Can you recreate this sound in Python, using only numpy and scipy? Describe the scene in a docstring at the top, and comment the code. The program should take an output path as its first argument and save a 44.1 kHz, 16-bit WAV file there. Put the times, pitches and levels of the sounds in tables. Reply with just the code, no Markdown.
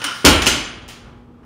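"""Loose steel sleeves rattle as a loaded barbell falls toward a wooden lifting platform.
The platform booms and the iron plates clash, bounce once and rumble to rest.
Each hit is a quick burst of tiny contacts followed by the ringing of wood or metal.
The concrete basement echoes over a mains hum, and the landing overloads the microphone."""
import sys
import numpy as np
from scipy import signal
from scipy.fft import rfft, irfft
from scipy.io import wavfile

SR = 44100
rng = np.random.default_rng(int(sys.argv[2]) if len(sys.argv) > 2 else 0)


def log_audio(samples):
    """Write samples as a 16-bit WAV file to the path given in sys.argv[1]."""
    # one column per channel
    frames = np.atleast_2d(samples).T
    # limit to full scale, then quantise
    limited = np.clip(frames, -1, 1)
    pcm = np.round(limited * 32767).astype(np.int16)
    wavfile.write(sys.argv[1], SR, pcm)


N = 63945
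T = np.arange(N) / SR


def amp(db):
    """Turns decibels into a gain."""
    return 10 ** (np.asarray(db) / 20)


def unit(x):
    """Scales a sound to a total energy of 1."""
    return x / np.sqrt(np.sum(x ** 2) + 1e-20)


def read(points, hz):
    """Looks up a value between a table's rows, on a log-frequency axis."""
    f, value = np.transpose(points)
    return np.interp(np.log(hz + 1), np.log(f + 1), value)


def add(mix, s, sound):
    """Mixes a sound in at s seconds."""
    part = mix[max(round(s * SR), 0):]
    part += sound[:len(part)]


def conv(a, b):
    """Filters one sound with another (convolution), cut to the scene's length."""
    return signal.fftconvolve(a, b)[:N]


def colour(points, tilt=0, low_hz=15):
    """A filter with the table's tone, brightened by tilt dB per octave, with less bass below low_hz."""
    hz = abs(np.fft.fftfreq(4096, 1 / SR)) + 1
    gain = amp(read(points, hz) + tilt * np.log2(hz / 1000))
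    gain /= np.hypot(1, (low_hz / hz) ** 2)
    log_gain = np.log(np.maximum(gain / gain.max(), 1e-5))
    spectrum = np.exp(np.conj(signal.hilbert(log_gain)))  # minimum phase: no sound before the hit
    return unit(np.fft.ifft(spectrum).real[:2048])


def ring(modes, flicker=0.7):
    """A struck object's own tones die away (by 60 dB in t60), flickering as echoes pile up."""
    knots = np.arange(0, T[-1] + 0.1, 1 / 75)  # 75 random flicker values a second
    out = np.zeros(N)
    for hz, db, t60 in modes:
        phase = 2 * np.pi * (hz * T + rng.random())
        wobble = flicker * rng.standard_normal((2, len(knots)))
        sine_wobble, cosine_wobble = (np.interp(T, knots, row) for row in wobble)
        tone = (1 + sine_wobble) * np.sin(phase) + cosine_wobble * np.cos(phase)
        out += amp(db) * np.exp(-np.log(1000) * T / t60) * tone
    return unit(out)


def fade(x, t60s):
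    """Lets each frequency die away at its own speed."""
    hz, t, spectrum = signal.stft(x, SR, nperseg=256)
    decay = np.exp(-np.log(1000) * t / read(t60s, hz)[:, None])
    return signal.istft(spectrum * decay, SR, nperseg=256)[1][:N]


def strike(body, decay_s, echo_db):
    """A dying burst of tiny contacts and its echo off the concrete, both in the struck body's tone."""
    # how long the room echoes: f/Hz, t60/s
    room_t60 = [(50, .9), (150, 1), (400, 0.86), (1200, 0.84), (3000, 0.71), (4500, 0.62), (6500, .47),
                (10000, .37), (13000, .3), (16000, .24)]
    contacts_per_s, build_s = 7000, 0.001 + decay_s / 2
    contacts = rng.standard_normal(N) * (rng.random(N) < contacts_per_s / SR)
    burst = unit(contacts * np.exp(-T / decay_s))
    echo = fade(rng.standard_normal(N), room_t60) * (1 - np.exp(-T / build_s))
    return unit(conv(burst, body)) + amp(echo_db) * unit(conv(echo, body))


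def basement():
    """The mains hums steadily over a low rush of air."""
    # tone of the air: f/Hz, relative level/dB
    air_colour = [(20, -33), (40, -17), (65, -12), (120, -3.5), (190, -9.5), (400, -10.5), (600, -23),
                  (1200, -26.5), (2000, -40.5), (5000, -50), (15000, -60.5)]
    # tones in the hum: f/Hz, level/dB
    hum_tones = [(120, -52), (240, -50), (360, -60), (480, -62), (829, -64)]
    air_gain = amp(read(air_colour, np.fft.rfftfreq(N, 1 / SR)))
    air = irfft(rfft(rng.standard_normal(N)) * air_gain, N)
    hum = sum(amp(db) * np.sqrt(2) * np.sin(2 * np.pi * (hz * T + rng.random())) for hz, db in hum_tones)
    return amp(-47.5) * air / air.std() + hum


def roll():
    """The plates rumble as they roll a short way over the mats."""
    # tone of the rumble: f/Hz, relative level/dB
    rumble_colour = [(20, -17), (57, 1.5), (95, -4.5), (160, -11.5), (500, -20), (1200, -17.5), (1900, -29),
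                     (4000, -39.5), (15000, -64)]
    # loudness as the bar rolls to rest: t/s, level/dB
    loudness = [(.6, -66), (.75, -43), (.9, -45), (1.0, -46.5), (1.08, -42), (1.17, -47), (1.26, -53),
                (1.45, -51.5)]
    rumble = conv(rng.standard_normal(N), colour(rumble_colour))
    return rumble * amp(np.interp(T, *np.transpose(loudness)))


def sleeves():
    """The loose steel sleeves that hold the plates knock on the bar and ring."""
    # knocks: t/s, level/dB, brightness/(dB per octave), chatter decay/s, relative ring level/dB
    rattles = [(0, -6.5, -1.5, .03, 0), (0.017, 0.5, -2, .018, -5), (.042, 8, 1.5, 0.011, 1),
               (.087, -3.5, -5, .008, -3), (0.111, -6, -0.5, .01, 2.5), (0.141, -5.5, 4, .15, -29),
               (1.05, -24, -9, 0.037, -12), (1.432, -21, -9, .03, -12.5)]
    # tone of a knock: f/Hz, relative level/dB
    knock_colour = [(200, -13), (700, -9.5), (1400, 2.5), (2100, -5), (3100, -2), (4500, -9.5), (5700, -7),
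                    (8000, -18.5), (9300, -9), (10800, -27), (15000, -25.5)]
    # ringing tones of the sleeves: f/Hz, relative level/dB, t60/s
    sleeve_modes = [(292, -7, .35), (1405, 0, .6), (1465, -3, .5), (2150, -12, .7), (2869, -6, .5),
                    (2985, -3, .45), (3014, -2, .48), (3062, -5, .55), (4947, -14, .8), (5400, -11, .65),
                    (5600, -13, .6), (9190, -9, .16), (9320, -7, .15)]
    out = np.zeros(N)
    for s, db, tilt, decay_s, ring_db in rattles:
        knock = strike(colour(knock_colour, tilt, low_hz=180), decay_s, echo_db=0.5)
        add(out, s, amp(db) * (knock + amp(ring_db) * ring(sleeve_modes)))
    return out


def platform():
    """The weight thumps on rubber and plywood; the boards and bar boom after it."""
    # blows: t/s, level/dB, brightness/(dB per octave), thump decay/s, relative boom level/dB
    thuds = [(0.2447, 20.5, 0, 0.026, -4.5), (.268, 21.5, 0, 0.038, -2), (0.352, 6.5, -7.5, 0.04, -5),
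             (0.466, 10.5, -2, 0.063, -2)]
    # tone of a thump: f/Hz, relative level/dB
    thump_colour = [(20, -15.5), (48, -1.5), (85, -2), (125, -5), (200, -2.5), (290, 2.5), (480, -4.5),
                    (650, -11), (1150, -7), (2000, -21), (5000, -36.5), (15000, -63)]
    # deep tones of the boards and bar: f/Hz, relative level/dB, t60/s
    boom_modes = [(53.4, -11.5, 0.92), (62.8, -11.5, 0.73), (82.4, 0, .52), (148.6, -3.5, 0.34),
                  (176, -6.5, 0.33), (234.5, -11, .7), (278.5, -5, .85), (289, 2.5, .34),
                  (405.4, -0.5, 0.27), (489.6, -2, 0.37), (560, -10, 0.33), (855, -12, .5)]
    boom_rise = 1 - np.exp(-T / 0.0032)
    out = np.zeros(N)
    for s, db, tilt, decay_s, boom_db in thuds:
        thump = strike(colour(thump_colour, tilt, low_hz=40.5), decay_s, echo_db=-5.5)
        boom = amp(boom_db) * ring(boom_modes, flicker=0.14) * boom_rise
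        add(out, s, amp(db) * (thump + boom))
    return out


def plates():
    """Iron plates slap each other and the bar: chatter, strong ringing tones and many faint ones. The last two
    clashes, near 0.88 s, are a loose sleeve clinking on the bar, sounded the same way."""
    # clashes: t/s, level/dB, brightness/(dB per octave), chatter decay/s,
    # then the relative levels of room echo/dB, plate ring/dB, bar ring/dB
    clashes = [(0.2493, 24, 1.5, 0.026, -13, -9.5, -23.5), (.261, 23, -4.5, 0.018, -4, -9.5, -20),
               (0.289, 9.5, 2, 0.0076, -6.5, -10, -17.5), (.42, 8.5, -2, 0.0077, -1, -20.5, -4),
               (0.461, 6.5, -2, 0.0027, 6.5, -24, 4), (.466, 13.5, -0.3, 0.0055, -0.5, -20, -3),
               (.473, 12.5, 1.5, 0.0081, -2, -14, -0.5), (0.88, -18.5, 7, 0.0089, 6, -22.5, -3),
               (.887, -9.5, -2, 0.02, 3.5, -20, -10)]
    # tone of a clash: f/Hz, relative level/dB
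    clash_colour = [(290, -31), (500, -10.5), (1090, -11), (1450, -7), (2010, -6), (3100, -2), (3740, -6.5),
                    (6930, -7.5), (8120, -17.5), (8980, -11.5), (10500, -19.5), (15500, -24)]
    # strong tones of the plates: f/Hz, relative level/dB
    plate_tones = [(1346, -31.5), (2396, -32), (2853, -36.5), (3192, -34.5), (4005, -29.5), (4387, -29.5),
                   (4667, -39), (5136, -31), (5512, -35), (5706, -34), (6164, -36), (6804, -41.5),
                   (7176, -56.5), (8796, -40)]
    # how long the plates ring: f/Hz, t60/s
    plate_t60 = [(500, 0.57), (1500, 0.87), (3000, .8), (4500, 0.38), (6500, 0.34), (9000, 0.58),
                 (12000, .35), (15000, .3)]
    # tones of the bending bar: f/Hz, relative level/dB, t60/s
    bar_modes = [(1416, -2, .55), (1445, -7, .55), (2579, -7, .65), (2853, -3, .58), (2915, -5, .68),
                 (3120, -7, .8), (3330, -19, 1.2), (3973, -2, .52), (4400, -9, .66), (4845, -6, .68),
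                 (5276, -2, .48), (5690, -8, .62), (6180, -1.5, .55), (6648, -8, .64), (7176, -1, .5),
                 (7682, -8, .44), (8010, -9, .32), (8726, -8, .33), (9259, -8, .35), (9851, -13, .36),
                 (13329, -17, .27)]
    ring_tilt = 0.68  # dB per octave, brightens the plates' ring
    plate_modes = [(hz, db + ring_tilt * np.log2(hz), read(plate_t60, hz)) for hz, db in plate_tones]
    faint_tones_per_hz, shimmer_db = 0.02, -5.5
    bins = N // 2 + 1
    has_tone = rng.random(bins) < faint_tones_per_hz * SR / N
    out = np.zeros(N)
    for s, db, tilt, decay_s, echo_db, plate_db, bar_db in clashes:
        body = colour(clash_colour, tilt, low_hz=490)
        faint_tones = irfft(has_tone * np.exp(2j * np.pi * rng.random(bins)), N)
        shimmer = amp(shimmer_db) * unit(conv(fade(faint_tones, plate_t60), body))
        ringing = amp(plate_db) * ring(plate_modes) + amp(bar_db) * ring(bar_modes) + shimmer
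        ring_rise = 1 - np.exp(-2 * T / decay_s)
        chatter = strike(body, decay_s, echo_db)
        add(out, s, amp(db) * (chatter + ringing * ring_rise))
    return out


def scene():
    """Adds the barbell, platform and basement together in one channel."""
    return (plates() + sleeves() + platform() + roll() + basement())[None]


def record(dry):
    """The landing overloads the microphone, flattening the peaks; then the highest treble is cut."""
    hardness, cutoff_hz = 6.3, 15750
    clipped = dry / (1 + abs(dry) ** hardness) ** (1 / hardness)
    low_pass = signal.firwin(511, cutoff_hz, window=("kaiser", 8), fs=SR)
    return signal.oaconvolve(clipped, low_pass[None], "same")


dry = scene()
out = record(dry)
log_audio(out)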